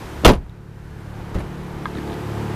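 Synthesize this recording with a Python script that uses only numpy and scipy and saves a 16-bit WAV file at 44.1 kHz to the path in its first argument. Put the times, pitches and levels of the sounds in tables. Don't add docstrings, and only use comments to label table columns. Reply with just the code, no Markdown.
import sys
import numpy as np
from scipy import signal
from scipy.io import wavfile
from scipy.ndimage import uniform_filter1d

SR = 44100
rng = np.random.default_rng(int(sys.argv[2]) if len(sys.argv) > 2 else 0)


def unload_audio(sound):
    columns = np.transpose(np.atleast_2d(sound))
    steps = np.round(np.clip(columns, -1, 1) * 32767)
    wavfile.write(sys.argv[1], SR, steps.astype(np.int16))


N = 112454
TIME = np.arange(N) / SR
BAND_EDGES_HZ = 20 * 2 ** np.arange(0, 9.9, 1 / 3)
BAND_CENTRES_HZ = np.sqrt(BAND_EDGES_HZ[1:] * BAND_EDGES_HZ[:-1])

# start_s, rate_hz
IDLE_RATE = [(0, 35.86), (0.7, 36.1), (1.25, 36.25), (1.9, 36.17), (2.55, 36)]
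# multiple of the idle rate, level_db
LOW_ORDERS = [(4, 1.5), (5, -1.5)]
UPPER_ORDERS = [(6, -1.5), (8, -4.5), (9, -1), (10, 0), (11, -22.5), (12, -3), (13, -15.5), (14, -8.5),
                (15, -16.5), (19, -11), (20, -21), (21, -22), (22, -18), (23, -15), (24, -10.5)]
# start_s, second_order_db, third_order_db, low_orders_db, upper_orders_db
HUM_LEVEL = [(0, -53, -40, -47.5, -49.5), (0.2, -35, -46, -42, -54), (0.5, -32, -22.5, -28.5, -40),
             (0.9, -27, -30, -30, -40.5), (1.25, -31.5, -27.5, -31.5, -38.5), (1.6, -38, -49, -33.5, -40.5),
             (1.9, -37.5, -32.5, -35, -39), (2.1, -36.5, -38.5, -35, -32), (2.27, -41, -28.5, -36, -39),
             (2.42, -32.5, -27, -33.5, -35.5), (2.55, -39, -30, -34, -38)]
FIRING_BLUR_TURNS = 0.17
WHIRR_BAND_HZ, WHIRR_DB = (1400, 1750), -15

# (per Hz, relative)
AIR_COLOUR = [(25, 1), (70, 3), (150, -1.5), (240, -7), (350, -4), (600, -12.5), (850, -9), (1330, -15.5),
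              (1600, -17), (2600, -23), (3500, -27), (5000, -31.5), (8000, -36), (14000, -39.5)]
# start_s, bass_db, low_middle_db, middle_db, treble_db
AIR_LEVEL = [(0, -33.5, -34.5, -33.5, -30.5), (0.22, -36.5, -32.5, -35.5, -31.5),
             (0.5, -22, -26.5, -28.5, -29), (0.85, -21.5, -28.5, -31, -27), (1.2, -28.5, -29.5, -27, -28),
             (1.7, -31, -30.5, -30, -31), (2.0, -34.5, -31, -29, -29), (2.3, -38, -27.5, -28.5, -28.5),
             (2.55, -40, -30.5, -27.5, -28.5)]
AIR_ZONES_HZ = (70, 240, 900, 7000)

# start_s, level_db, brightness_db_per_octave
SLAM_CONTACTS = [(0.236, -21.5, -5), (0.2478, -1, 0.36), (0.2535, -13.5, 4), (0.260, 2, -0.66),
                 (0.277, 0, 0), (0.2855, 0, -5), (0.2912, 0, -1), (0.3005, -2, -4.5), (0.311, -12, -8),
                 (0.334, -10, -1)]
# (per Hz, relative)
CRASH_COLOUR = [(40, -2.5), (190, 0), (450, -0.5), (950, -7.5), (1700, -16), (3100, -14), (6000, -25.5),
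                (8500, -33.5), (14000, -36)]
# pitch_hz, t60_s
CRASH_DECAY = [(60, 0.41), (300, 0.14), (1000, 0.19), (3000, 0.11), (12000, 0.14)]
# start_s, level_db
PANEL_BLOWS = [(0.2535, 6.5), (0.2855, -5.5)]
# pitch_hz, level_db, t60_s
PANEL_MODES = [(107.4, -22, .45), (152.6, -31, .18), (191.8, -8, .2), (241.6, -13.5, 0.14),
               (351, -17.5, 0.14), (404, -18, .17), (440, -23.5, .16), (551, -18.5, .16),
               (633.2, -14, 0.13), (728, -16, .14), (798, -16.5, .14), (967, -12, 0.18), (1039, -19, 0.11),
               (1172, -7.5, 0.053), (2740, -22, .1)]
# start_s, level_db
SEATING = [(0.2665, -3)]
# pitch_hz, level_db, t60_s
CABIN_MODES = [(61, 10, 0.24), (46.15, -5, 0.85), (29, -7, 0.17)]
# start_s, level_db
JINGLES = [(0.320, -24), (0.336, -29), (0.353, -30), (1.396, -36), (1.4055, -41)]
# pitch_hz, level_db, t60_s
JINGLE_MODES = [(7160, -18.5, 0.027), (9520, -1.5, 0.016), (10150, -2, 0.017), (11100, -13, .03)]
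CRACKLE_PER_S, CRACKLE_DB = 450, 1.36
ECHO_S, ECHO_DB, ECHO_CUT_HZ = 0.11, -13.5, 150

# start_s, level_db, brightness_db_per_octave
TICKS = [(0.495, -29, 3.5), (1.9515, -26, -4.5), (1.9703, -26.5, -2), (1.9835, -23, -3.5),
         (2.075, -36, 3.5), (2.098, -27, -3), (2.12, -34, 1), (2.1293, -27, -1.5), (2.141, -35, 4)]
# (per Hz, relative)
TICK_COLOUR = [(60, -20.5), (300, 14), (600, -29), (1700, -1), (2700, -22), (3500, 2.5), (4500, -20),
               (5600, -26), (14000, -28)]
# pitch_hz, t60_s
TICK_DECAY = [(300, 0.1), (4000, 0.018)]

# start_s, level_db, brightness_db_per_octave
BUMP_CONTACTS = [(1.311, -22, -1), (1.345, -24.5, 4.5), (1.354, -9, -2), (1.361, -22, 2), (1.385, -18, 2),
                 (1.403, -18, 2), (1.453, -24, -4.5)]
# (per Hz, relative)
THUD_COLOUR = [(25, 3), (170, 3), (400, -6.5), (800, -16), (2000, -26), (5000, -42), (14000, -58)]
# pitch_hz, t60_s
THUD_DECAY = [(50, .2), (400, 0.15), (5000, 0.098)]
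# start_s, level_db
BUMP_BLOWS = [(1.3545, -15)]
# pitch_hz, level_db, t60_s
BUMP_MODES = [(30, -3, 0.13), (70, 3.5, 0.06), (156, -7, .08), (220.3, -1, 0.065), (289, -13, 0.054)]

# start_s, level_db
CLICKS = [(1.8562, -18), (1.8611, -33)]
# pitch_hz, level_db, t60_s
CLICK_MODES = [(1036.8, 1.5, 0.033), (1170, -2, .028), (1242, 4, 0.025), (1603, 1.5, 0.032),
               (2080, -9.5, 0.0335), (2930, -9, 0.0087), (3360, -3, 0.0092), (4060, -3, .007)]
CLICK_BAND_HZ = (930, 3760)

DUCK_ABOVE_DB, DUCK_DB = -9, 19
DUCK_ATTACK_S, DUCK_HOLD_S, DUCK_RELEASE_S = 0.079, 0.23, 0.77
OVERLOAD, OVERLOAD_LEAK = 0.78, 0.017
LOW_CUT_HZ, HIGH_CUT_HZ = 4, 14250


def from_db(db):
    return 10 ** (np.asarray(db) / 20)


def in_time(rows):
    start_s, *columns = np.transpose(rows)
    return [np.interp(TIME, start_s, column) for column in columns]


def at_hz(points, hz):
    pitch_hz, value = np.transpose(points)
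    return np.interp(np.log(hz), np.log(pitch_hz), value)


def drift(rate):
    knots = rng.standard_normal(size=4096)
    return np.interp(TIME * rate, np.arange(len(knots)), knots)


def dull(x, hz):
    cut_hz = min(hz, SR / 2 - 100)
    return signal.sosfilt(signal.butter(2, cut_hz, fs=SR, output="sos"), x)


def band_pass(x, edges_hz, order):
    return signal.sosfilt(signal.butter(order, edges_hz, "band", fs=SR, output="sos"), x)


def noise_band(k):
    return band_pass(rng.standard_normal(N), BAND_EDGES_HZ[k:k + 2], order=2)


def band_gains(colour):
    gains = from_db(at_hz(colour, BAND_CENTRES_HZ))
    power = np.sum(gains ** 2 * np.diff(BAND_EDGES_HZ)) * 2 / SR
    return gains / np.sqrt(power)


def impulses(start_s, sizes):
    out = np.full(N, 1e-18)
    np.add.at(out, (start_s * SR).astype(int), sizes)
    return out


def ring(hits, modes):
    start_s, hit_db = np.transpose(hits)
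    out = 0
    for hz, mode_db, t60_s in modes:
        r = from_db(-60 / (t60_s * SR))
        w = 2 * np.pi * hz / SR
        sizes = from_db(hit_db + mode_db + rng.standard_normal(len(start_s)))
        resonator = [0, np.sin(w)], [1, -2 * r * np.cos(w), r * r]
        out = out + signal.lfilter(*resonator, impulses(start_s, sizes))
    return out


def crash(hits, colour, decay, pivot_hz):
    start_s, hit_db, tilt = np.transpose(hits)
    out = 0
    for k, (hz, gain) in enumerate(zip(BAND_CENTRES_HZ, band_gains(colour))):
        r = from_db(-120 / (at_hz(decay, hz) * SR))
        octaves = max(np.log2(hz / pivot_hz), -1)
        sizes = from_db(hit_db + tilt * octaves)
        power = signal.lfilter([1], [1, -r], impulses(start_s, sizes ** 2))
        envelope = dull(np.sqrt(power), hz)
        out = out + gain * envelope * noise_band(k)
    return out


def engine(waver_db):
    turns = np.cumsum(in_time(IDLE_RATE)[0]) / SR
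    groups = ([(2, 0)], [(3, 0)], LOW_ORDERS, UPPER_ORDERS)
    levels = in_time(HUM_LEVEL)
    whirr = band_pass(rng.standard_normal(N), WHIRR_BAND_HZ, order=2)
    out = from_db(levels[0] + WHIRR_DB) * whirr / whirr.std()
    for orders, level_db in zip(groups, levels):
        for multiple, order_db in orders:
            phase_turns = multiple * turns + FIRING_BLUR_TURNS * rng.standard_normal()
            tone = np.sqrt(2) * np.sin(2 * np.pi * phase_turns)
            out = out + from_db(level_db + order_db + waver_db * drift(5.4)) * tone
    return out


def air(flicker_db):
    levels = in_time(AIR_LEVEL)
    zones = np.eye(len(levels))
    out = 0
    for k, (hz, gain) in enumerate(zip(BAND_CENTRES_HZ, band_gains(AIR_COLOUR))):
        shares = [np.interp(np.log(hz), np.log(AIR_ZONES_HZ), zone) for zone in zones]
        level_db = sum(share * db for share, db in zip(shares, levels))
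        out = out + gain * from_db(level_db + flicker_db * drift(24)) * noise_band(k)
    return out


def door():
    crackle = from_db(CRACKLE_DB * drift(CRACKLE_PER_S))
    contacts = crackle * crash(SLAM_CONTACTS, CRASH_COLOUR, CRASH_DECAY, pivot_hz=482)
    slam = contacts + ring(PANEL_BLOWS, PANEL_MODES) + ring(SEATING, CABIN_MODES)
    delayed = np.interp(TIME - ECHO_S, TIME, slam)
    echo = from_db(ECHO_DB) * dull(delayed, ECHO_CUT_HZ)
    return slam + echo + ring(JINGLES, JINGLE_MODES)


def ticks():
    return crash(TICKS, TICK_COLOUR, TICK_DECAY, pivot_hz=2000)


def bump():
    contacts = crash(BUMP_CONTACTS, THUD_COLOUR, THUD_DECAY, pivot_hz=247)
    return contacts + ring(BUMP_BLOWS, BUMP_MODES)


def click():
    return band_pass(ring(CLICKS, CLICK_MODES), CLICK_BAND_HZ, order=4)


def scene():
    knocks = door() + bump() + click() + ticks()
    background = engine(waver_db=1.27) + air(flicker_db=0.37)
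    return (knocks + background)[None]


def gain_control(x):
    threshold = from_db(DUCK_ABOVE_DB)
    power = uniform_filter1d(x * x, size=2048)
    loud = (np.abs(x) > threshold) & (power > threshold ** 2)
    since_s = TIME - np.maximum.accumulate(np.where(loud, TIME, -np.inf))
    cut_db = DUCK_DB * np.exp(-np.maximum(since_s - DUCK_HOLD_S, 0) / DUCK_RELEASE_S)
    r = np.exp(-1 / (DUCK_ATTACK_S * SR))
    smooth_cut_db = signal.lfilter([1 - r], [1, -r], cut_db)
    return x * from_db(-smooth_cut_db)


def record(dry):
    x = gain_control(dry[0]) / OVERLOAD
    clipped = OVERLOAD * x / (1 + x ** 6) ** (1 / 6)
    low_cut = signal.butter(1, LOW_CUT_HZ, "high", fs=SR, output="sos")
    high_cut = signal.ellip(10, 0.2, 75, HIGH_CUT_HZ, fs=SR, output="sos")
    out = signal.sosfilt(low_cut, clipped + OVERLOAD_LEAK * x)
    return signal.sosfilt(high_cut, out)[None]


dry = scene()
out = record(dry)
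unload_audio(out)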